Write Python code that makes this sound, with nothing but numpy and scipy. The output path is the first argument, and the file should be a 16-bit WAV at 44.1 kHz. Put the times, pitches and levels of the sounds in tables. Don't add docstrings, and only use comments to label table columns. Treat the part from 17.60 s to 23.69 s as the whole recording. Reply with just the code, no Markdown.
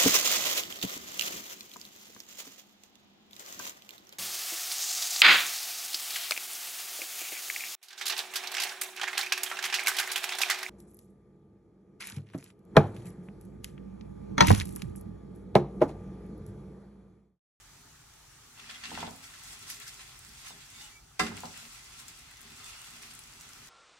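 import sys
import numpy as np
from scipy import signal
from scipy.fft import rfft, irfft, next_fast_len
from scipy.io import wavfile
from scipy.ndimage import uniform_filter1d, map_coordinates

SR = 44100
rng = np.random.default_rng(int(sys.argv[2]) if len(sys.argv) > 2 else 0)


def dump_mix(stems):
    frames = np.atleast_2d(stems).T
    limited = np.clip(frames, -1, 1)
    pcm = np.round(limited * 32767).astype(np.int16)
    wavfile.write(sys.argv[1], SR, pcm)


def ratio_of_db(decibels):
    return 10 ** (np.asarray(decibels, float) / 20)


N = 268569
T = np.arange(N) / SR


def unit(x):
    return x / np.sqrt(np.mean(x ** 2) + 1e-20)


def along(points, hz):
    f, v = np.transpose(points)
    return np.interp(np.log(hz + 1), np.log(f + 1), v)


def curves(rows):
    s, *columns = np.transpose(rows)
    return [np.interp(T, s, column, left=-120) for column in columns]


def wobble(rate, size=N):
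    knots = rng.standard_normal(int(size * rate / SR) + 4)
    return map_coordinates(knots, [T[:size] * rate])


def filtered(x, response):
    m = next_fast_len(N + SR // 2)
    return irfft(rfft(x, m) * response(np.fft.rfftfreq(m, 1 / SR)), m)[..., :N]


def ringing(modes, damp):
    def response(f):
        total = 0
        for k, (hz, db, t60) in enumerate(modes):
            width = np.log(1000) / np.pi / (t60 * damp)
            total = total + (-1) ** k * ratio_of_db(db) * 1j * f / (hz * hz - f * f + 1j * f * width)
        return total
    return response


def patches(depth_db):
    z = signal.stft(rng.standard_normal((2, N)), nperseg=512)[2]
    field = uniform_filter1d(rng.standard_normal(z.shape[1:]), size=5, axis=0)
    field = uniform_filter1d(field, size=7, axis=1)
    return signal.istft(z * ratio_of_db(depth_db * unit(field)), nperseg=512)[1][:, :N]


def ports(side, spectrum, grain, patchy_db=0):
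    def shape(hz):
        return ratio_of_db(along(spectrum, hz)) * [1 + 0 * hz, ratio_of_db(along(side, hz))]
    mid, diff = filtered(grain * patches(patchy_db), shape)
    return np.array([mid + diff, mid - diff]) / np.sqrt(np.mean(mid ** 2))


def grains(share, spread_db):
    height = np.clip(rng.exponential(size=N), 0, 2.3)
    return 1 + (rng.random(N) < share) * ratio_of_db(spread_db * height)


def bursts(rows, rise):
    out, t = np.zeros(N + SR), np.arange(SR // 2) / SR
    for s, db, t60 in rows:
        out[round(s * SR):][:len(t)] += ratio_of_db(db - 60 * t / t60) * np.clip(t / rise, 0, 1)
    return out[:N]


def swells(rows):
    return sum(ratio_of_db(db - 17 * np.where(T < s, (s - T) / swell, (T - s) / fade)) for s, db, swell, fade in rows)


# frequency [Hz], t60 [s].
ROOM_DECAY = [(200, 0.46), (1500, 0.45), (6000, 0.38), (14000, 0.37)]


def kitchen(x):
    hz, t, z = signal.stft(rng.standard_normal((2, SR // 2)), SR, nperseg=256)
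    decay = ratio_of_db(-60 * t / along(ROOM_DECAY, hz)[:, None])
    tail = signal.istft(z * decay, SR, nperseg=256)[1]
    late = np.pad(x, ((0, 0), (130, 0)))
    return signal.fftconvolve(late, tail / np.linalg.norm(tail[0]), axes=1)[:, :N]


# frequency [Hz], side minus mid [dB].
FAR_WIDTH = [(60, -25), (110, -22), (200, -8.5), (380, 1.5), (700, 1), (1290, -8), (2380, -1), (4400, 0.5),
             (8120, 0.5), (15000, 0)]
# frequency [Hz], density [dB per Hz].
RUMBLE_COLOR = [(12, -42), (20, -18), (43, 3.5), (76, -3), (140, -0.5), (233, -19.5), (287, -14.5),
                (404, -16), (462, -24), (536, -39), (700, -19.5), (910, -12), (1540, -120)]
# frequency [Hz], density [dB per Hz].
JET_HISS = [(350, -12.5), (600, -11.5), (1010, -6.5), (1230, -1), (1550, -3.5), (2540, -8), (4280, -8),
            (5330, -7.5), (7020, -6.5), (16000, -19.5)]
# time in seconds [s], level [dB].
SIMMER_LEVEL = [(0, -0.5), (1, 1), (3.3, -0.5), (3.42, -3.5), (3.58, -4), (3.7, -2.5), (6.09, 3.5)]
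# pitch [Hz], level [dB].
JET_WHISTLES = [(6046, -74), (5630, -84), (8008, -82)]


def burner():
    whistle = 0
    for hz, db in JET_WHISTLES:
        whistle = whistle + ratio_of_db(db + 2.1 * wobble(7.9)) * np.sin(2 * np.pi * hz * T + .9 * wobble(40))
    rumble = ratio_of_db(-63.5 + 0.98 * wobble(4.29)) * ports(FAR_WIDTH, RUMBLE_COLOR, 1)
    hiss_db = -60 + curves(SIMMER_LEVEL)[0] + .3 * wobble(3)
    hiss = ratio_of_db(hiss_db) * ports(FAR_WIDTH, JET_HISS, 1, patchy_db=1.5)
    return rumble + hiss + whistle


# pitch [Hz], level [dB], t60 [s].
STOVE_MODES = [(68.4, -10.5, 0.93), (95.7, -6.5, 1), (157.8, 0, 0.5), (184, 2, 0.24), (228.4, 1.5, 0.38),
               (269.6, -5, 0.99), (312.6, -3.5, 0.26), (408.4, -6.5, 0.6), (500, -23, 0.28)]


def stove(push, damp):
    return filtered(push, ringing(STOVE_MODES, damp))


# peak time [s], peak level [dB], swell [s], fade [s].
JOLT_MOVES = [(.2, -65, 0.14, 0.18), (1.08, -59, 0.085, 0.061), (1.34, -48, 0.068, 0.14),
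              (1.45, -43, 0.18, 0.096), (2.43, -85, 0.38, 0.16), (2.69, -57, 0.018, 0.089),
              (2.97, -55.5, 0.09, 0.047), (3.45, -63, 0.031, 0.016), (3.61, -32.5, 0.0047, .11),
              (3.72, -43.5, .03, 0.075), (3.845, -44, 0.019, 0.092), (4.04, -54.5, 0.02, 0.043),
              (4.49, -67, 0.063, 0.034), (4.64, -57.5, 0.034, 0.032), (4.85, -64, 0.064, 0.19),
              (5.35, -58, 0.054, 0.3), (5.78, -66, 0.26, 0.22)]


def shaking():
    level = ratio_of_db(-70.5 + 4.4 * wobble(4.66)) + swells(JOLT_MOVES)
    return ratio_of_db(-6) * level * unit(stove(rng.standard_normal(N), damp=0.3))


# start [s], peak level [dB], pitch [Hz], left minus right [dB].
OIL_SPITS = [(0.538, -45, 6100, 4), (1.5091, -36.5, 5300, 4), (1.5616, -42, 9200, 7),
             (1.8364, -38, 8600, 8), (1.9926, -43, 9500, 9), (2.1017, -29, 11200, -9),
             (2.2008, -34.5, 7400, 6), (2.343, -39.5, 7300, 10), (2.5919, -38, 9000, 3.5),
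             (2.6495, -38, 7200, -4), (2.6927, -39, 5300, -6), (2.7355, -42, 5300, -5),
             (3.103, -41, 7800, 7), (3.7689, -35, 7500, 6), (3.8057, -31.5, 7050, 5),
             (3.8548, -35, 5000, 7), (3.9757, -36, 7980, 6), (4.2446, -41, 7100, 3), (4.4005, -38, 7800, 4),
             (4.4827, -31.5, 7200, 7), (4.5747, -44, 8400, 8), (4.589, -42, 10800, 7),
             (4.5931, -43, 8600, 9), (4.712, -43, 9600, -2), (4.7706, -41, 5600, 2), (4.7783, -45, 5400, 9),
             (4.8087, -39.5, 10000, 5), (4.816, -39, 9500, 9), (4.8306, -44, 6500, 8),
             (4.9055, -41, 3300, -2), (4.9204, -41, 3400, 0), (4.9654, -43, 7600, -4),
             (5.0442, -37, 7800, 8), (5.0645, -40, 8500, 9), (5.2175, -36.5, 8460, 9),
             (5.3083, -41, 7300, 8), (5.3375, -42, 8200, 4), (5.424, -38, 9500, 7), (5.5385, -38, 9640, 0),
             (5.5517, -36, 8000, 3), (5.5913, -33.5, 9600, 4), (5.6379, -38, 5800, 2),
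             (5.6744, -42, 6800, 3), (5.7357, -41, 5200, 10), (5.8005, -41, 7100, 0),
             (5.8103, -35, 5900, -3), (5.8179, -39, 7700, 4), (5.8914, -39.5, 7800, 7),
             (5.9339, -38.5, 6000, -2), (6.073, -41, 7200, 1)]
# start [s], peak level [dB], pitch [Hz].
OIL_MIST = [(1.407, -35, 6900), (1.577, -46, 7200), (1.6434, -40, 3280), (1.9296, -37, 7600),
            (2.7505, -40, 3000), (2.884, -35, 4500), (4.1421, -46, 7700), (4.393, -41, 4700),
            (4.5625, -44, 7300), (4.9741, -42, 7800), (5.2442, -38, 3000), (5.3034, -42, 8400),
            (5.5945, -42, 9500), (5.7235, -46, 7800)]


def spits():
    out, t = np.zeros((2, N + 400)), np.arange(300) / SR
    for s, db, hz, pan_db in [*OIL_SPITS, *[(*row, 3) for row in OIL_MIST]]:
        click = np.cos(2 * np.pi * hz * t + rng.uniform(-1, 1, (2, 1))) * ratio_of_db(-60 * t / .0019)
        spray = .3 * rng.standard_normal((2, len(t))) * ratio_of_db(-60 * t / .006)
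        gain = ratio_of_db(db + 5.5 + np.array([[.5], [-.5]]) * pan_db)
        out[:, round(s * SR):][:, :len(t)] += gain * (click + spray)

    def wall_echo(f):
        echoes = 1 + .25 * np.exp(-2j * np.pi * f * .00088) + .25 * np.exp(-2j * np.pi * f * .0032)
        return echoes * (1j * f / (3000 + 1j * f)) ** 2 / (1 + 1j * f / 16000)
    return filtered(out[:, :N], wall_echo)


# frequency [Hz], side minus mid [dB].
NEAR_WIDTH = [(60, -22.5), (110, -20), (200, 1), (380, 12.5), (700, 3), (1290, -5.5), (2380, 1.5),
              (4400, -0.5), (8120, -0.5), (15000, 1)]
# start [s], peak level [dB], pitch [Hz], low ring [dB], edge [dB].
PAN_KNOCKS = [
    (0.975, -47.5, 1080, -46, -6),
    (1.317, -29.5, 860, -19, -19),
    (1.376, -26, 890, -22, -1.5),
    (1.429, -22.5, 890, -18.5, -9),
    (1.477, -32, 800, -19, -4),
    (2.906, -39, 850, -17, -17),
    (3.717, -35, 880, -10, -14),
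    (3.776, -38, 2240, -40, -14),
    (3.835, -26.5, 890, -30, -8),
    (4.029, -49.5, 685, -12, 2),
]
# frequency [Hz], density [dB per Hz].
RATTLE_COLOR = [(250, -30), (400, -4), (850, 9), (1300, 0), (2500, -25), (5000, -44)]


def knocks():
    tock, push, t = np.zeros(N), np.zeros(N), np.arange(2000) / SR
    for s, db, hz, low_db, edge_db in PAN_KNOCKS:
        body = ratio_of_db(db + 5.5 - 60 * t / .009) * np.sin(2 * np.pi * hz * t)
        edge = ratio_of_db(db + edge_db + 11 - 60 * t / .004) * np.sin(2 * np.pi * 1.6 * hz * t)
        tock[round(s * SR):][:len(t)] += (body + edge) * (1 - np.exp(-t / 0.0008))
        push[round(s * SR)] = ratio_of_db(db + low_db + 64.5)
    shake = bursts([(s, db, .11) for s, db, *_ in PAN_KNOCKS], rise=.004)
    rattle = ratio_of_db(-16) * shake * ports(NEAR_WIDTH, RATTLE_COLOR, 1)
    return tock * ratio_of_db([[-1.4], [1.4]]) + rattle, push


# pitch [Hz], level [dB], t60 [s].
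PAN_MODES = [(752, -3, .3), (887, -9, .25), (1056, -4, .25), (1190, -3, .3), (1348, -3, .25),
             (1655, -3, .25), (2040, -6, .24), (2300, -11, .2), (2718, -8, .22), (2830, -10, .2),
             (3370, -10, .18), (3610, -5, .2), (4520, -10, .18), (5400, -14, .12)]


def pan_wall(x, damp):
    return filtered(x, ringing(PAN_MODES, damp))


LAND_S = 3.594
GONG_HZ = [96, 182, 227, 307, 404, 746, 1056, 1185, 1345, 1652, 2040, 2722, 3604, 4515]
# level [dB], t60 [s], left minus right [dB], swell [s].
GONG_RINGS = [(-45, .9, 0, .04), (-36, .42, 0, .014), (-31, .4, 0, .03), (-33, .28, 3, .01),
              (-33, .26, -1, .006), (-29, .18, -5, .003), (-29, .14, 6, .003), (-33, .17, -2, .002),
              (-32, .16, -2, .002), (-31, .16, -3, .003), (-28, .17, 3, .003), (-29, .11, -6, .001),
              (-33, .15, 0, .002), (-38, .17, 0, .002)]


def gong():
    t = np.clip(T - LAND_S, 0, None)[:round((LAND_S + 1) * SR)]
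    side = np.array([[.5], [-.5]])
    ring = 0
    for hz, (db, t60, pan_db, swell) in zip(GONG_HZ, GONG_RINGS):
        level = ratio_of_db(db - 60 * t / t60 + side * pan_db) * (1 - np.exp(-t / swell))
        ring = ring + level * np.sin(2 * np.pi * hz * t + side * hz / 2000)
    return np.pad(ring, ((0, 0), (0, N - len(t))))


# start [s], peak level [dB], t60 [s].
FOLDS = [
    (3.595, -29, 0.026),
    (3.595, -24, 0.056),
    (3.593, -25.5, 0.059),
    (3.605, -37, 0.019),
    (3.606, -25, 0.015),
    (3.623, -47, 0.068),
]
# frequency [Hz], density [dB per Hz].
SPLAT_COLOR = [(180, -17), (300, -4), (546, -3), (737, -5), (842, -3.5), (2030, 2.5), (2170, -2.5),
               (7690, -11), (16000, -29.5)]


def slap():
    folds = bursts(FOLDS, rise=0.00041)
    batter = ports(NEAR_WIDTH, SPLAT_COLOR, grains(0.0043, spread_db=2.0), patchy_db=-2.5)
    splat = ratio_of_db(-11.0) * folds * batter
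    steam = bursts([(LAND_S, -32.5, 0.24)], rise=0.0032) * batter
    wall = ratio_of_db(45) * pan_wall(splat, damp=.14)
    blow = ratio_of_db(16.0) * folds * rng.standard_normal(N)
    return (splat + steam + wall) * ratio_of_db([[-.9], [.9]]), blow


# start
# [s], peak level [dB], pitch [Hz].
STEEL_TICKS = [(.998, -37, 2710), (.9755, -43, 2790), (1.0425, -40, 2000), (1.214, -43, 2400),
               (1.237, -33, 1700), (1.2376, -37, 4600), (1.097, -37, 3300), (1.075, -41, 2630),
               (1.095, -36, 1790), (1.102, -34, 2700), (1.148, -42, 3800), (1.159, -43, 1970),
               (1.255, -37, 1960), (1.2553, -37, 3300), (2.1415, -42, 2500), (2.204, -40, 2000),
               (2.221, -40, 2200), (2.394, -43, 1900), (1.306, -36, 3200), (1.738, -41, 1700),
               (2.1015, -32, 2000), (2.648, -46, 1510), (3.137, -46, 3570), (3.7755, -36, 2900),
               (3.9425, -39, 2000), (5.5125, -42, 3000), (2.816, -47, 2220), (3.5965, -28, 2040),
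               (3.595, -27, 2900), (3.5988, -17, 1050), (3.6067, -19, 1100), (3.6015, -28, 900),
               (3.613, -28, 1700), (3.5925, -33, 4800), (2.109, -36, 5000)]


def ticks():
    out, t = np.zeros((2, N)), np.arange(900) / SR
    for s, db, hz in STEEL_TICKS:
        turn = 2 * np.pi * hz * t + [[0], [1.3]]
        level = ratio_of_db(db - 60 * t / .011) * (1 - np.exp(-t / .0003))
        out[:, round(s * SR):][:, :len(t)] += level * (np.sin(turn) + .5 * np.sin(1.49 * turn))
    return out


# start [s], end [s], pitch [Hz], width [Hz], level [dB].
STEEL_SQUEALS = [(2.11, 2.19, 4800, 600, -63), (2.265, 2.3, 5280, 250, -54), (2.84, 2.93, 3620, 150, -59),
                 (3.13, 3.16, 3600, 100, -62), (3.18, 3.23, 3620, 100, -59), (3.14, 3.3, 3600, 250, -65),
                 (3.21, 3.29, 2900, 120, -60), (3.14, 3.2, 2250, 100, -64), (3.2, 3.235, 2000, 100, -64),
                 (3.17, 3.33, 840, 50, -67), (3.295, 3.405, 2300, 40, -65), (3.28, 3.38, 6950, 300, -71),
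                 (4.82, 5.16, 408, 30, -76), (5.07, 5.17, 2770, 250, -60), (5.15, 5.22, 2870, 250, -59),
                 (5.2, 5.27, 2780, 300, -61), (5.235, 5.255, 2950, 300, -58), (2.27, 2.3, 4300, 300, -62),
                 (3.27, 3.315, 2050, 100, -65), (4.98, 5.17, 3520, 180, -63), (5.27, 5.46, 220, 25, -71),
                 (1.85, 2.6, 410, 25, -77), (2.2, 2.3, 1680, 250, -60), (4.18, 4.23, 2050, 200, -62),
                 (2.83, 2.92, 2900, 200, -64), (.99, 1.1, 2700, 600, -64), (1.095, 1.125, 1750, 350, -54),
                 (1.232, 1.27, 4600, 300, -55), (1.23, 1.31, 2800, 300, -55), (1.34, 1.44, 4600, 250, -59),
                 (1.42, 1.5, 3350, 300, -60), (1.235, 1.27, 3300, 300, -55), (1.23, 1.265, 1750, 300, -56),
                 (1.335, 1.39, 1950, 300, -56), (1.335, 1.38, 2750, 300, -58), (2.85, 2.9, 1700, 200, -65),
                 (3.17, 3.22, 8600, 150, -69), (4.93, 5.0, 2700, 120, -67), (4.93, 5.32, 1260, 400, -66),
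                 (1.12, 1.19, 3300, 300, -61)]


def squeals():
    out = np.zeros((2, N))
    for start, end, hz, wide_hz, db in STEEL_SQUEALS:
        n = round((end - start) * SR)
        swell = np.sqrt(np.sin(np.pi * np.arange(n) / n)) * ratio_of_db(db + 2 * wobble(40, size=n))
        broken = ratio_of_db(3 + 3.5 * wobble(wide_hz, size=n))
        turn = 2 * np.pi * hz * T[:n] + 1.6 * wobble(wide_hz, size=n)
        out[:, round(start * SR):][:, :n] += swell * broken * np.sin(turn + [[0], [1.2]])
    return out


# time [s], pressure [dB], oiliness as fizz over rub [dB].
STEADY_DRAG = [(.8, -81, -2), (.95, -67, -4), (1.0, -54.5, -9), (1.2, -55.5, -12), (1.3, -53, -3),
               (1.47, -50.5, -14), (1.5, -60, 4), (1.68, -60, -3), (2.5, -56.5, 1), (2.72, -62, 0),
               (3.33, -63.5, -1.5), (3.4, -81, 6), (3.7, -60, -7), (3.79, -51.5, 0), (4.1, -56, 1.5),
               (4.6, -57.5, -3.5), (4.85, -58, -10), (6.09, -59.5, -3)]
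# peak time [s], peak level [dB], swell [s], fade [s], oiliness [dB].
SPATULA_PUSHES = [(1.099, -50.5, 0.006, 0.062, -7), (1.158, -62.5, 0.017, 0.024, -10),
                  (1.245, -49, 0.016, 0.044, -9), (1.42, -49.5, 0.22, 0.047, -6),
                  (1.641, -58.5, 0.01, 0.053, 5.5), (1.93, -55, 0.27, 0.05, 3.5),
                  (2.03, -59, 0.033, 0.035, 3), (2.106, -50.5, 0.054, 0.07, 8),
                  (2.22, -52, 0.014, 0.033, -4), (2.28, -53.5, 0.025, 0.038, 6),
                  (2.415, -54, 0.019, 0.021, -5), (2.88, -52, 0.17, 0.086, 1.5),
                  (3.02, -60, 0.073, 0.033, -13), (3.22, -58, 0.19, 0.15, 5.5),
                  (3.68, -58.5, 0.035, .03, 4), (3.771, -54, 0.014, 0.016, -5), (3.97, -59, 0.02, 0.1, 0),
                  (4.4, -63.5, 0.079, 0.051, 6), (4.485, -63, 0.005, 0.043, 9), (5.08, -58, 0.25, 0.3, 4),
                  (5.27, -67.5, 0.11, 0.16, 9), (5.43, -58.5, 0.035, 0.11, 3), (5.51, -60, 0.014, 0.035, 5),
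                  (5.81, -68, .02, 0.032, 7)]
# start [s], peak level [dB], t60 [s], fizz [dB].
BLADE_CATCHES = [(0.995, -42, 0.041, -33), (1.097, -43, 0.038, -22), (1.237, -29, 0.039, -16),
                 (1.254, -33, 0.057, -27), (1.305, -32, 0.022, -20), (1.3435, -39, 0.1, -26),
                 (1.6297, -55, 0.05, -17), (1.7375, -42, 0.12, -14.5), (2.1012, -34, .04, 5),
                 (4.4808, -42, .009, 22), (5.591, -48, .012, 20), (3.7685, -46, .012, 18),
                 (2.2013, -45, 0.05, -9), (2.3935, -38, 0.1, -16), (3.665, -23, 0.047, -17),
                 (3.776, -33, 0.014, -20), (3.854, -41, 0.052, 12), (4.391, -49, 0.029, -9)]
# frequency [Hz], density [dB per Hz].
RUB_COLOR = [(350, -64), (600, -11), (736, -10), (1240, -2), (2210, 0.5), (2770, 0.5), (3070, -2),
             (3510, 0.5), (3800, -1.5), (9000, -11), (11700, -38), (19800, -120)]
# frequency [Hz], density [dB per Hz].
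FIZZ_COLOR = [(1760, -39), (3000, -9), (3520, -9), (3860, -1), (4930, 2), (7780, 2.5), (11200, -4.5),
              (16000, -11.5)]


def sliding():
    drag_db, oil_db = curves(STEADY_DRAG)
    press = ratio_of_db(drag_db) + swells([row[:-1] for row in SPATULA_PUSHES])
    oily_pushes = [(s, db + more_db, swell, fade) for s, db, swell, fade, more_db in SPATULA_PUSHES]
    oily = ratio_of_db(drag_db + oil_db) + swells(oily_pushes)
    stick = 0.57 * wobble(30)

    rub = ports(NEAR_WIDTH, RUB_COLOR, grains(.012, spread_db=7.0), patchy_db=1.5)
    rub = rub + .45 * unit(pan_wall(rub, damp=.22))
    fizz = ports(FAR_WIDTH, FIZZ_COLOR, grains(.006, spread_db=6.5), patchy_db=2.5)

    rub_catch = bursts([(s, db, t60) for s, db, t60, _ in BLADE_CATCHES], rise=0.0007)
    fizz_catch = bursts([(s, db + top_db, t60) for s, db, t60, top_db in BLADE_CATCHES], rise=.0015)
    rub_gain = press * ratio_of_db(-2.0 + stick) + ratio_of_db(-15.0) * rub_catch
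    fizz_gain = oily * ratio_of_db(-3.0 + stick + 1.1 * wobble(60)) + ratio_of_db(-27.0) * fizz_catch
    return rub_gain * rub + fizz_gain * fizz


def scene():
    tock, push = knocks()
    splat, blow = slap()
    boom = stove(push + blow, damp=0.94) + shaking()
    hits = splat + spits() + ticks() + tock + boom * ratio_of_db([[-.25], [.25]])
    room = kitchen(hits)
    middle = room.mean(0)
    room = middle + filtered(room - middle, lambda f: f / (f + 120))
    return burner() + hits + ratio_of_db(-5.5) * room + gong() + squeals() + sliding()


def top_cut(x):
    return signal.sosfilt(signal.butter(12, 15800, fs=SR, output="sos"), x)


def record(dry):
    mix = filtered(dry, lambda hz: hz < 15900)
    return top_cut(mix)


dry = scene()
out = record(dry)
dump_mix(out)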